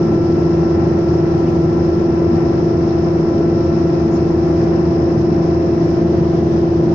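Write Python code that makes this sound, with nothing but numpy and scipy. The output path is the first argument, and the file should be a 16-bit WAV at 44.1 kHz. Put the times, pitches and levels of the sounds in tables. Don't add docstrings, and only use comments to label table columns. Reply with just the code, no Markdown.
import sys
import numpy as np
from scipy import signal
from scipy.fft import rfft, irfft, next_fast_len
from scipy.io import wavfile

SR = 44100
rng = np.random.default_rng(int(sys.argv[2]) if len(sys.argv) > 2 else 0)


def boost_factor(decibels):
    exponent = np.asarray(decibels, float) / 20
    return 10 ** exponent


def wav_record(signal):
    frames = np.transpose(np.atleast_2d(signal))
    bounded = np.clip(frames, -1, 1)
    quanta = np.round(bounded * 32767).astype(np.int16)
    wavfile.write(sys.argv[1], SR, quanta)


N = 306054

# frequency in Hz, density in dB per Hz.
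RUMBLE_SPECTRUM = [(28, -59.5), (48, -66.5), (84, -46), (158, -40.5), (195, -48), (225, -40.5), (258, -50),
                   (300, -42.5), (350, -51), (400, -48), (492, -55.5), (525, -50), (575, -57), (800, -67)]
# frequency in Hz, left and right density in dB per Hz.
ROAR_SPECTRUM = [(40, -72, -70.5), (100, -64.5, -73), (250, -62.5, -58), (430, -58, -59), (585, -61, -58.5),
                 (790, -55, -64), (850, -61, -62), (1030, -59.5, -67.5), (1120, -65, -68),
                 (1580, -70.5, -74.5), (1860, -69.5, -77.5), (2050, -76.5, -78.5), (2620, -77, -84),
                 (2970, -90, -86.5)]
# frequency in Hz, left and right density in dB per Hz.
HISS_SPECTRUM = [(2970, -84, -87.5), (3540, -86.5, -85.5), (4200, -90, -81.5), (4750, -90.5, -80.5),
                 (5140, -90, -77), (5600, -92.5, -78), (6340, -95.5, -83.5), (6740, -97.5, -89.5),
                 (7430, -101, -96), (8350, -109, -102)]
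# frequency in Hz, density in dB per Hz.
SELF_NOISE_SPECTRUM = [(8000, -115.9), (8600, -114.8), (9200, -111.7), (10500, -115.7), (12000, -110.9),
                       (13800, -119.3), (14300, -114.1), (15300, -115.0), (15600, -121.7)]
# start in seconds, length in seconds, centre in Hz, level in dB,
# left over right in dB.
RUSTLES = [
    (1.465, .05, 2500, -45, 3),
    (2.885, .05, 4150, -49, -4),
    (3.59, .03, 4200, -56, 0),
    (4.09, .11, 6550, -51, -3),
    (4.715, .04, 2600, -56, 8),
]
# time in seconds, peak in dB.
GAIN_STEPS = [(.115, -56), (.175, -55), (.415, -55), (1.035, -54), (1.515, -51), (1.955, -52), (2.175, -59),
              (2.375, -52), (2.535, -57), (2.655, -56), (3.035, -59), (3.435, -61), (4.155, -54),
              (4.255, -59), (4.375, -57), (4.495, -54), (4.755, -56), (4.815, -59), (4.955, -58),
              (5.195, -54), (5.355, -50), (5.855, -54), (5.895, -50), (5.935, -55), (6.095, -58),
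              (6.175, -52), (6.335, -53), (6.495, -56), (6.775, -59)]
# time in seconds, extra shake in dB.
SEAMS = [
    (.85, 1.5),
    (1.45, 1),
    (2.5, 1.2),
    (4.0, .8),
    (4.649, 1.5),
    (5.25, 0.5),
]
# time in seconds, turn from 0 to 1.
HAND_TURN = [
    (0, 0.05),
    (1.2, 0.05),
    (1.5, 0.4),
    (2.2, 0.05),
    (5.92, 0.05),
    (6.08, 0.7),
    (6.5, 0.9),
    (6.94, 0.6),
]
# harmonic, left level in dB, right level in dB, left lead in radians.
GENERATOR_HARMONICS = [(3, -52.8, -60.3, -3.1), (5, -60.2, -61.1, -1.7), (7, -68.1, -76.1, -1.2)]
# frequency in Hz, left level in dB, right level in dB, left lead in radians.
OTHER_SHAFTS = [(16.9, -43, -42.5, 0.1), (33.6, -47.5, -53, -0.1), (76.7, -39.5, -38, 0.11),
                (487, -50.5, -41, -0.5)]
# shaft order, left level in dB, right level in dB, left lead in radians.
PROPELLER_ORDERS = [(3, -60.4, -60.4, -0.2), (4, -27.7, -30.0, -0.2), (8, -23.1, -24.4, 0.0),
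                    (9, -35.1, -37.0, -0.2), (12, -40.2, -43.4, -0.1)]
# pump harmonic, shaft side tone number, left level in dB, right level in dB,
# left lead in radians.
PUMP_TONES = [(1, 0, -17.6, -18.2, -0.2), (1, 1, -23.3, -21.3, 0.1), (1, 2, -36.9, -41.9, -0.3),
              (1, 3, -39.0, -34.9, 0.2), (1, 4, -43.5, -38.4, -0.2), (2, -1, -45.8, -50.5, -0.5),
              (2, 0, -36.6, -34.2, 0.3), (2, 1, -50.5, -40.7, 0.6), (2, 2, -46.3, -48.4, -0.6),
              (2, 4, -46.8, -48.2, 0.2), (3, 0, -43.0, -55.3, 1.5), (4, -1, -56.3, -75, 2.8),
              (4, 0, -46.6, -46.2, -0.2), (4, 1, -61.0, -58.4, -3.0), (4, 3, -62.0, -65.0, 1.6),
              (5, 1, -59.3, -74.8, 0.3), (5, 2, -62.1, -64.2, 0.1), (6, 0, -60.8, -59.8, -1.4),
              (7, 0, -61.6, -75, -3.1), (8, 0, -58.6, -66.3, -1.4), (9, 0, -63.1, -73.5, -2.2)]
# harmonic, port (0 left, 1 right),
# loudest moment in seconds, half width in seconds, top in dB.
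LOUD_ZONES = [(2, 0, 4.5, 2.2, 1.5), (4, 0, 2, 2.7, 4.5), (4, 1, -2, 3.0, 2)]

PROP_SHAFT_HZ, PUMP_HZ, PUMP_SHAFT_HZ, GENERATOR_HZ = 20.641, 335.213, 24.47, 399.96
PUMP_SHAFT_START_RAD, ZONE_FALL_DB = -2.3, 11.5
SEAM_S, CALM_DB = 0.1, 0.46
RUSTLE_WIDTH_HZ = 900
WHISTLE_HZ, WHISTLE_WIDTH_HZ = 5286, 420
WHISTLE_DB, WHISTLE_SHAKEN_DB, WHISTLE_TURNED_DB = -52, -1.2, -8
FRAME_S, FIRST_FRAME_S = .02, .015
SMALL_STEP_SHARE, SMALL_STEP_DB, STEP_LEAN_DB = .17, -64, 1.5
FADE_IN_S = .001


def rms_one(x):
    return x / np.sqrt(np.mean(x ** 2) + 1e-20)


def in_time(rows):
    s, *columns = np.transpose(rows)
    return [np.interp(np.arange(N) / SR, s, c) for c in columns]


def bump(centre, width, order=2):
    return np.exp(-.5 * np.abs((np.arange(N) / SR - centre) / width) ** order)


def drift(rate):
    r = np.exp(-80 * np.pi * rate / SR)
    slow = signal.lfilter([1], [1, -2 * r, r * r], rng.standard_normal(N // 40 + 4002))[4000:]
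    return np.interp(np.arange(N) / 40, np.arange(len(slow)), rms_one(slow - slow.mean()))


def coloured(table, column=1):
    table, size = np.array(table), next_fast_len(N)
    hz = np.maximum(np.fft.rfftfreq(size, 1 / SR), 1)
    octaves_outside = np.log2(hz / np.clip(hz, table[0, 0], table[-1, 0]))
    db = np.interp(np.log(hz), np.log(table[:, 0]), table[:, column])
    db = db - 60 * np.abs(octaves_outside)
    spectrum = rfft(rng.standard_normal(size)) * boost_factor(db) * np.sqrt(SR / 2)
    return irfft(spectrum, size)[:N]


def turning(hz, start, slip):
    return 2 * np.pi * hz * np.arange(N) / SR + start + slip * drift(.4)


def tone(angle, left_db, right_db, lead, waver_db):
    left = boost_factor(left_db + waver_db * drift(1.7)) * np.cos(angle + lead)
    right = boost_factor(right_db + waver_db * drift(1.4)) * np.cos(angle)
    return np.sqrt(2) * np.array([left, right])


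def rumble(shake_db):
    hull = coloured(RUMBLE_SPECTRUM) * boost_factor(.3 * shake_db + 0.5 * drift(3))
    return np.array([hull, np.roll(hull, 4) * boost_factor(-1.0)])


def roar(shake_db, turn):
    common_db = shake_db + .5 * drift(7.5)
    left_db = common_db - 1.8 * turn + 0.61 * drift(14)
    right_db = common_db + .8 * turn + 0.28 * drift(15)
    return np.array([coloured(ROAR_SPECTRUM, column=1) * boost_factor(left_db),
                     coloured(ROAR_SPECTRUM, column=2) * boost_factor(right_db)])


def vent(shake_db, turn, whistle_db):
    flutter_db = .5 * shake_db + 0.89 * drift(19)
    b, a = signal.iirpeak(WHISTLE_HZ, WHISTLE_HZ / WHISTLE_WIDTH_HZ, fs=SR)
    breath = signal.lfilter(b, a, rng.standard_normal(N))
    nozzle = rms_one(signal.lfilter(b, a, breath))
    nozzle = nozzle * boost_factor(whistle_db + 6.0 + flutter_db + .6 * drift(40))
    left = coloured(HISS_SPECTRUM, column=1) * boost_factor(flutter_db + 4.5 * turn)
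    right = coloured(HISS_SPECTRUM, column=2) * boost_factor(flutter_db - .6 * turn)
    return np.array([left + boost_factor(-20.5) * np.roll(nozzle, 30), right + nozzle])


def rustles():
    out = np.zeros((2, N))
    for s, length, hz, db, pan_db in RUSTLES:
        i, n = round(s * SR), round(length * SR)
        edges_hz = [hz - RUSTLE_WIDTH_HZ / 2, hz + RUSTLE_WIDTH_HZ / 2]
        band = signal.butter(4, edges_hz, "band", fs=SR, output="sos")
        rub = signal.sosfilt(band, rng.standard_normal((2, SR // 4)))[:, -n:]
        level = boost_factor([[db + pan_db / 2], [db - pan_db / 2]])
        out[:, i:i + n] += rms_one(rub) * np.hanning(n) ** 0.48 * level
    return out


def generator():
    angle = turning(GENERATOR_HZ, 0, slip=0.073)
    return sum(tone(k * angle, *rest, waver_db=0.8) for k, *rest in GENERATOR_HARMONICS)


def other_shafts():
    return sum(tone(turning(hz, 0, slip=0.37), *rest, waver_db=-0.1) for hz, *rest in OTHER_SHAFTS)


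def propeller():
    shaft = turning(PROP_SHAFT_HZ, 0.733, slip=0.022)
    return sum(tone(k * shaft, *rest, waver_db=0.03) for k, *rest in PROPELLER_ORDERS)


def pump():
    pulses = turning(PUMP_HZ, 0.43, slip=0.15)
    shaft = turning(PUMP_SHAFT_HZ, PUMP_SHAFT_START_RAD, slip=0.038)
    swell_db = {}
    for k, port, s, width, top_db in LOUD_ZONES:
        swell_db[round(k), round(port)] = top_db - ZONE_FALL_DB * (1 - bump(s, width, order=6))
    out = 0
    for k, side, left_db, right_db, lead in PUMP_TONES:
        if side == 0:
            left_db = left_db + swell_db.get((k, 0), 0)
            right_db = right_db + swell_db.get((k, 1), 0)
        out = out + tone(k * pulses + side * shaft, left_db, right_db, lead, waver_db=.3 * min(k, 5))
    return out


def scene():
    turn, = in_time(HAND_TURN)
    jolts_db = sum(db * bump(s, SEAM_S) for s, db in SEAMS)
    shake_db = CALM_DB + jolts_db
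    whistle_db = WHISTLE_DB + WHISTLE_SHAKEN_DB * jolts_db + WHISTLE_TURNED_DB * turn
    air = rumble(shake_db) + roar(shake_db, turn) + vent(shake_db, turn, whistle_db)
    return air + rustles() + generator() + other_shafts() + propeller() + pump()


def patchy_top(x):
    hz, _, cells = signal.stft(x, SR, nperseg=2048)
    row, column = np.arange(len(hz))[:, None], np.arange(cells.shape[2])
    chance = rng.random(cells.shape)
    streaks = chance[:, row // 3, column // 2]
    holes = chance[:1, -1 - row // 14, column // 2]
    streak_left = np.interp(hz, [5900, 6800, 8200, 15000], [0, .4, .7, .6])
    streak_right = np.interp(hz, [6800, 7600, 8200, 15000], [0, .5, .7, .6])
    hole_right = np.interp(hz, [7000, 8000, 8900, 9200, 15300, 15500], [.05, .45, .35, .28, .28, .7])
    hole_right = hole_right * (hz > 7000)
    hole_left = np.maximum(hole_right, np.interp(hz, [6200, 6700, 8000, 8900], [0, .45, .55, 0]))
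    in_streak = streaks < np.array([streak_left, streak_right])[:, :, None]
    in_hole = holes < np.array([hole_left, hole_right])[:, :, None]
    gain = np.where(in_streak | in_hole, boost_factor(-30), 1)
    return signal.istft(cells * gain, SR, nperseg=2048)[1][:, :N]


def gain_ticks():
    clicks = np.full((2, N), 1e-18)
    edges = np.arange(FIRST_FRAME_S, N / SR - FRAME_S, FRAME_S)
    small = edges[rng.random(len(edges)) < SMALL_STEP_SHARE]
    small_steps = [(s, SMALL_STEP_DB + 2 * rng.standard_normal()) for s in small]
    s, peak_db = np.transpose(small_steps + list(GAIN_STEPS))
    pan_db = STEP_LEAN_DB + 2 * rng.standard_normal(len(s))
    at = np.round(s * SR).astype(int) + 46
    clicks[:, at] = boost_factor(peak_db + 19 + pan_db * [[.5], [-.5]])
    ring = signal.sosfilt(signal.butter(2, [11300, 12700], "band", fs=SR, output="sos"), clicks)
    wide = signal.sosfilt(signal.butter(2, [6000, 15500], "band", fs=SR, output="sos"), clicks)
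    return ring + boost_factor(-6) * wide


def roll_off(x):
    return signal.sosfilt(signal.butter(12, 15800, fs=SR, output="sos"), x)


def record(dry):
    x = boost_factor(.5) * dry / (1 + (dry / .8) ** 4) ** .25
    x = x * np.minimum(np.arange(N) / (FADE_IN_S * SR), 1)
    self_noise = np.array([coloured(SELF_NOISE_SPECTRUM), coloured(SELF_NOISE_SPECTRUM)]) * boost_factor(7.0)
    mix = patchy_top(x + self_noise) + gain_ticks()
    return roll_off(mix)


dry = scene()
out = record(dry)
wav_record(out)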